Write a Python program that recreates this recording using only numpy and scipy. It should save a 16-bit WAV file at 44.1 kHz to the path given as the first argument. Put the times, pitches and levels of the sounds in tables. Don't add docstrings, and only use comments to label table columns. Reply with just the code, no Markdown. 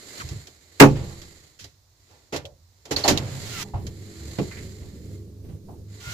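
import sys
import numpy as np
from scipy import signal
from scipy.fft import rfft, irfft, next_fast_len
from scipy.io import wavfile

SR = 44100
rng = np.random.default_rng(int(sys.argv[2]) if len(sys.argv) > 2 else 0)


def inscribe(sig):
    pcm = np.round(np.clip(np.atleast_2d(sig).T, -1, 1) * 32767)
    wavfile.write(sys.argv[1], SR, pcm.astype(np.int16))


N = 270333
TIME = np.arange(N) / SR

# [f/Hz, level/dB]
BALANCE = [(60, -1.5), (300, -2.5), (700, -2), (1300, -1.5), (2400, -4.5), (4300, -4.5), (8000, -7.5),
           (14000, -8.5)]
# [f/Hz, level/dB]
WALL_COLOUR = [(100, -24), (240, -3.5), (380, 1.5), (560, -1), (760, -6.5), (1400, -13.5), (2500, -15),
               (5000, -22.5), (15000, -53)]


def amp(db):
    return 10 ** (np.asarray(db) / 20)


def unit(x):
    return x / np.sqrt(np.mean(x ** 2) + 1e-20)


def read(points, hz):
    f, value = np.transpose(points)
    return np.interp(np.log(hz + 1), np.log(f), value)


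def add(mix, s, sound):
    part = mix[:, round(s * SR):][:, :sound.shape[1]]
    part += sound[:, :part.shape[1]]


def wander(rate_hz, size=N):
    span = next_fast_len(max(size, SR))
    hz = np.fft.rfftfreq(span, 1 / SR)
    spectrum = rfft(rng.standard_normal(span)) / (1 + (hz / rate_hz) ** 4)
    return unit(irfft(spectrum, span))[:size]


def noise(colour, size=N):
    # [f/Hz, correlation]
    likeness = [(60, 1), (300, 0.75), (630, 0.68), (1300, 0), (15000, 0.12)]
    hz = np.fft.rfftfreq(size, 1 / SR)
    a, b = np.exp(2j * np.pi * rng.random((2, len(hz))))
    same = np.clip(read(likeness, hz), -1, 1)
    lean_db = read(BALANCE, hz) / 2
    left = a * amp(lean_db)
    right = (same * a + np.sqrt(1 - same ** 2) * b) * amp(-lean_db)
    return unit(irfft(np.array([left, right]) * amp(colour(hz)), size))


def floor():
    # [f/Hz, level/dB]
    air_colour = [(12, -47), (20, -14.5), (92, 11.5), (189, -15.5), (1140, -17), (1310, -20.5),
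                  (3090, -24.5), (4080, -15), (6910, -17.5), (9110, -29.5), (15000, -25)]
    return amp(-59.5) * noise(lambda hz: read(air_colour, hz))


def sleeve():
    # [t/s of the peak, level/dB, swell/s, fade/s]
    swishes = [(.16, -42.5, 0.31, 0.33), (.19, -41, 0.05, .03), (1.078, -47, 0.41, 0.43),
               (2.10, -61, 0.16, 0.32), (3.481, -40.5, 0.41, 0.17), (4.401, -44.5, 0.48, 0.47),
               (5.14, -58, 0.43, 0.083), (5.969, -51, 0.078, 0.18)]
    # [f/Hz, level/dB]
    cloth_colour = [(100, -4), (350, 7), (900, -6), (1500, -3.5), (2050, 1.5), (2700, -7.5), (3600, -2.5),
                    (4300, 3.5), (5700, -7), (7300, 3), (8600, -15), (11500, -11.5), (15000, -20.5)]
    drop_db, roundness = 11, 1.61
    power = 0
    for s, db, swell, fade in swishes:
        away = np.maximum((s - TIME) / swell, (TIME - s) / fade)
        power = power + amp(db - drop_db * away ** roundness) ** 2
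    grain = amp(1.4 * wander(90))
    return noise(lambda hz: read(cloth_colour, hz)) * np.sqrt(power) * grain


def burst(colour, rise, t60):
    t = TIME[:SR]
    return noise(colour, size=SR) * (1 - np.exp(-t / rise)) * amp(-60 * t / t60)


def ring(modes, rise):
    t, out = TIME[:SR], 0
    for hz, db, t60 in modes:
        lag = np.array([[0], [1]]) * rng.choice([-1, 1]) * hz / 700
        lean_db = read(BALANCE, hz) * np.array([[.5], [-.5]])
        wave = np.sin(2 * np.pi * (hz * t + rng.random()) + lag)
        out = out + amp(db + lean_db) * amp(-60 * t / t60) * wave
    return out * (1 - np.exp(-t / rise))


def panels(rise):
    # [f/Hz, level/dB, t60/s]
    panel_modes = [(78.3, -25, 1), (115.5, -20.5, 0.7), (140.55, -5.5, .4), (202, -27.5, 0.59),
                   (280, 2.5, 0.18), (341, -31, 0.91), (411, -0.5, 0.18), (446.3, -1, 0.11),
                   (519, -12.5, 0.26), (617, -21, 0.16), (685, -7, 0.12), (779, -13, 0.2), (849, -9, 0.17),
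                   (870, -7, 0.17), (1136, -11, 0.16)]
    # [f/Hz, level/dB, t60/s]
    skin_modes = [(935, -22, 0.079), (1248, -15.5, 0.13), (1442, -17, 0.06), (1810, -21, 0.086),
                  (2330, -16, 0.13), (2557, -13, 0.14)]
    return ring(panel_modes, rise) + ring(skin_modes, rise / 2)


def thump(rise, t60):
    # [f/Hz, level/dB]
    floor_colour = [(25, -24), (45, -7), (70, 7.5), (130, 4.5), (220, -16), (400, -19), (1000, -65)]
    return burst(lambda hz: read(floor_colour, hz), rise, t60)


def clack(rise, t60):
    return burst(lambda hz: read(WALL_COLOUR, hz), rise, t60) + amp(-10) * panels(rise)


def bumps():
    # [t/s, level/dB]
    bump_times = [(0.174, -41), (.230, -31), (0.31, -26), (.955, -33), (1.608, -41.5), (2.949, -35),
                  (3.737, -22), (3.848, -32.5), (4.416, -31.5), (4.816, -30.5), (5.442, -35.5),
                  (5.485, -31.5), (6.066, -31)]
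    rise_s, t60_s, wall_db = 0.0054, 0.32, -20.5
    out = np.zeros((2, N))
    for s, db in bump_times:
        wall = amp(wall_db) * clack(rise_s / 2, t60_s)
        add(out, s, amp(db) * (thump(rise_s, t60_s) + wall))
    return out


def zips():
    # [start t/s, end t/s, final rub level/dB, whistle level/dB,
    #                 early rib rate f/Hz, final rib rate f/Hz]
    strokes = [(0.198, 0.225, -42, -36, 920, 430), (3.299, 3.634, -30, -43.5, 700, 380),
               (6.001, 6.156, -35, -40.5, 710, 720)]
    # [multiple, level/dB]
    rib_orders = [(1, -30), (2, -3.5), (3, -7), (4, -11), (5, -36), (6, -17.5)]
    # [f/Hz, level/dB]
    rub_colour = [(300, -10), (800, -8), (1400, -5), (2300, -3.5), (3200, -2.5), (7300, -5), (8800, -16.5),
                  (15000, -17.5)]
    swell_db_per_s, bend_s = 76, .022
    uneven, whistle_s = 0.031, 0.11
    out = np.zeros((2, N))
    for start, end, rub_db, whistle_db, rib_hz, end_hz in strokes:
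        t = np.arange(0, end - start, 1 / SR)
        to_go = t[-1] - t
        steady_rate = rib_hz + (end_hz - rib_hz) * np.exp(-to_go / bend_s)
        rate = steady_rate * (1 + uneven * wander(303, size=len(t)))
        turns = np.cumsum(rate) / SR + rng.random((2, 1))
        ribs = sum(amp(order_db) * np.sin(2 * np.pi * k * turns) for k, order_db in rib_orders)
        whistle = amp(whistle_db) / (1 + (to_go / whistle_s) ** 8) * unit(ribs)
        hiss = noise(lambda hz: read(rub_colour, hz), size=SR)[:, :len(t)]
        rub = amp(rub_db - swell_db_per_s * to_go) * hiss
        edges = np.minimum(np.minimum(t, to_go) / 0.003, 1)
        add(out, start, edges * (rub + whistle))
    return out


def click(rise, t60):
    # [f/Hz, level/dB]
    contact_colour = [(500, -43), (1500, 1), (2900, 2), (4300, 6.5), (5600, 4.5), (7300, 1.5), (8500, -12),
                      (12000, -9), (15000, -18)]
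    # [f/Hz, level/dB, t60/s]
    steel_modes = [(1630, -6, 0.07), (1906, 0.5, 0.1), (2300, -16, 0.13), (2680, 5.5, 0.028),
                   (3184, -1, 0.092), (3290, -28.5, 0.062), (4000, -7.5, 0.13), (4350, -9, 0.052),
                   (5390, 2, 0.045), (5430, -36, 0.17), (6020, -30.5, 0.07), (6740, -2, 0.097),
                   (7120, 11, 0.069), (9880, -19, 0.1), (11600, -13, 0.2)]
    return burst(lambda hz: read(contact_colour, hz), rise, t60) + amp(-17) * ring(steel_modes, rise / 2)


def ticks():
    # [t/s, level/dB]
    tick_times = [(.288, -36), (0.47, -39.5), (1.216, -39.5), (1.642, -38.5), (2.453, -40.5), (2.854, -40),
                  (3.078, -14.5), (3.174, -24), (3.867, -35.5)]
    out = np.zeros((2, N))
    for s, db in tick_times:
        wall = amp(-8) * clack(rise=0.005, t60=0.11)
        add(out, s, amp(db) * (click(rise=.0006, t60=0.068) + wall))
    return out


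def doors():
    # [t/s, level/dB, brightness above 500 Hz/(dB per octave)]
    slams = [(0.7975, -16.5, 8.5), (0.7997, 0.5, 4), (.809, -4, -5.5), (.822, -1, -1.5), (.835, -4, -7.5)]
    # [f/Hz, level/dB]
    slam_colour = [(30, -18.5), (80, -19.5), (150, -9), (300, 2), (750, -2.5), (1200, -3), (2500, -9),
                   (3100, -18.5), (7200, -27.5), (8500, -36), (15000, -40)]
    # [f/Hz, t60/s]
    slam_t60 = [(60, 0.89), (250, 0.12), (800, 0.11), (2000, 0.1), (6000, 0.14), (14000, 0.12)]
    out = np.zeros((2, N))
    for s, db, tilt_db in slams:
        def colour(hz):
            return read(slam_colour, hz) + tilt_db * np.log2(np.maximum(hz, 500) / 500)
        hz, t, bands = signal.stft(noise(colour, size=SR), SR, nperseg=256)
        decay = amp(-60 * t / read(slam_t60, hz)[:, None])
        crash = signal.istft(bands * decay, SR, nperseg=256)[1][:, :SR]
        add(out, s, amp(db) * crash * (1 - np.exp(-TIME[:SR] / 0.0012)))
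    add(out, .806, amp(2.5) * panels(rise=0.0066))
    return out


def blows():
    # [t/s, level/dB, metal click relative to it/dB, rise/s, t60/s]
    knocks = [(.88, -34.5, -9.5, 0.0057, 0.36), (.954, -36.5, -17, 0.0018, 0.6),
              (1.589, -56, 16.5, 0.0064, 0.36), (2.08, -52, -3.5, 0.032, 0.58),
              (2.850, -47.5, -12, 0.0054, 0.9), (2.323, -18, -6.5, 0.019, 0.19),
              (2.362, -32.5, 6, 0.0004, 0.086), (2.908, -12, -1, 0.018, 0.1),
              (2.963, -29, 1.5, 0.0016, 0.41), (3.039, -22.5, -5, 0.0048, 0.44),
              (3.079, -11.5, 2, 0.0057, .16), (4.385, -20.5, -35, 0.0021, 0.071)]
    out = np.zeros((2, N))
    for s, db, click_db, rise, t60 in knocks:
        body = clack(rise, t60) + amp(-15.5) * thump(rise * 2, t60 * 3)
        unsteady = amp(click_db + 0.5 * wander(160, size=SR))
        chatter = unsteady * click(rise, t60 * 0.81)
        add(out, s, amp(db) * (body + chatter))
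    return out


def resonance_db(hz, ring_hz, width_hz):
    return -20 * np.log10(1 + ((hz - ring_hz) / width_hz) ** 2)


def ping(ring_hz, width_hz, rise, t60):
    return burst(lambda hz: resonance_db(hz, ring_hz, width_hz), rise, t60)


def taps():
    # [t/s, level/dB, f/Hz, rise/s]
    hollow_taps = [(1.101, -48, 976, 0.0022), (2.10, -52.5, 850, 0.025), (2.446, -39, 535, .002),
                   (3.043, -18.5, 705, 0.0018), (3.10, -16, 185, .002), (3.099, -16, 285, 0.0079),
                   (3.644, -47.5, 770, 0.0017), (3.735, -32, 774, 0.0044), (4.385, -21, 370, .001),
                   (4.385, -18.5, 172, 0.0017), (4.511, -40.5, 1990, .001), (4.569, -42.5, 2140, .001),
                   (5.683, -42.5, 760, 0.0057)]
    # [t/s, level/dB, f/Hz, width/Hz]
    catch_pings = [(2.452, -31, 3400, 500), (2.962, -15, 4390, 200), (3.038, -17, 4400, 200),
                   (3.175, -11, 3760, 710)]
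    tap_q, tap_t60_s = 3.9, 0.24
    catch_t60_s = 0.058
    out = np.zeros((2, N))
    for s, db, hz, rise in hollow_taps:
        add(out, s, amp(db) * ping(hz, hz / tap_q, rise, tap_t60_s))
    for s, db, hz, width_hz in catch_pings:
        add(out, s, amp(db) * ping(hz, width_hz, 0.00065, catch_t60_s * 200 / width_hz))
    return out


def tone(hz):
    level = amp(4.4 * wander(3.9))
    return level * np.sin(2 * np.pi * np.cumsum(hz + 1.477 * wander(5.66)) / SR)


def motor():
    # [f/Hz, level/dB]
    hum_lines = [(75, -0.5), (100, 0.5), (202, -11), (301, -20.5), (332, -12.5), (377, -17.5), (420, -16)]
    # [f/Hz, level/dB]
    rumble_colour = [(20, -2), (45, -19.5), (85, -1.5), (150, 1.5), (240, -5.5), (410, -9.5), (520, -14.5),
                     (800, -36.5), (1500, -43), (5000, -42)]
    start_s, start_rise_s, run_up_s = 3.08, 0.04, 0.6
    ease_at_s, ease_db_per_s = 5.64, 19
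    groan_hz, groan_width_hz, groan_db, groan_t60_s = 117.7, 21, -23, 1.43
    shudder_db, shudder_t60_s = -29.5, 0.99
    age = np.maximum(TIME - start_s, 0)
    ease = amp(-ease_db_per_s * np.maximum(TIME - ease_at_s, 0))
    running = np.minimum(age / start_rise_s, 1) * ease
    run_up = np.minimum(age / run_up_s, 1)
    groan = noise(lambda hz: resonance_db(hz, groan_hz, groan_width_hz))
    groan = groan * amp(groan_db - 60 * age / groan_t60_s)
    lines = unit(sum(amp(db) * tone(hz) for hz, db in hum_lines))
    hum = amp(-38) * run_up ** 2 * ease * lines * amp([[-3.5], [-2]])
    rattle = amp(-45) * noise(lambda hz: read(rumble_colour, hz)) * amp(2.5 * wander(8))
    shudder = noise(lambda hz: read(WALL_COLOUR, hz)) * amp(shudder_db - 60 * age / shudder_t60_s)
    return hum + running * (groan + rattle + shudder)


def walls(x):
    # [delay to the left port t/s, delay to the right port t/s, level/dB]
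    echoes = [(.0015, 0.001, -19.5), (.0044, 0.0051, -13.5), (.0073, 0.0085, -10.5)]
    out = x.copy()
    for left, right, db in echoes:
        add(out, left, x * amp(db) * [[1], [0]])
        add(out, right, x * amp(db) * [[0], [1]])
    return out / np.sqrt(1 + sum(amp(db) ** 2 for left, right, db in echoes))


def scene():
    near = sleeve() + bumps() + zips() + ticks() + blows() + taps()
    bass = signal.sosfiltfilt(signal.butter(2, 450, fs=SR, output="sos"), near)
    return floor() + bass + walls(near - bass) + doors() + motor()


def record(dry):
    clipped = dry / (1 + dry ** 6) ** (1 / 6)
    lowpass = signal.firwin(255, 15350, window=("kaiser", 8), fs=SR)
    return signal.oaconvolve(clipped, lowpass[None], "same")


dry = scene()
out = record(dry)
inscribe(out)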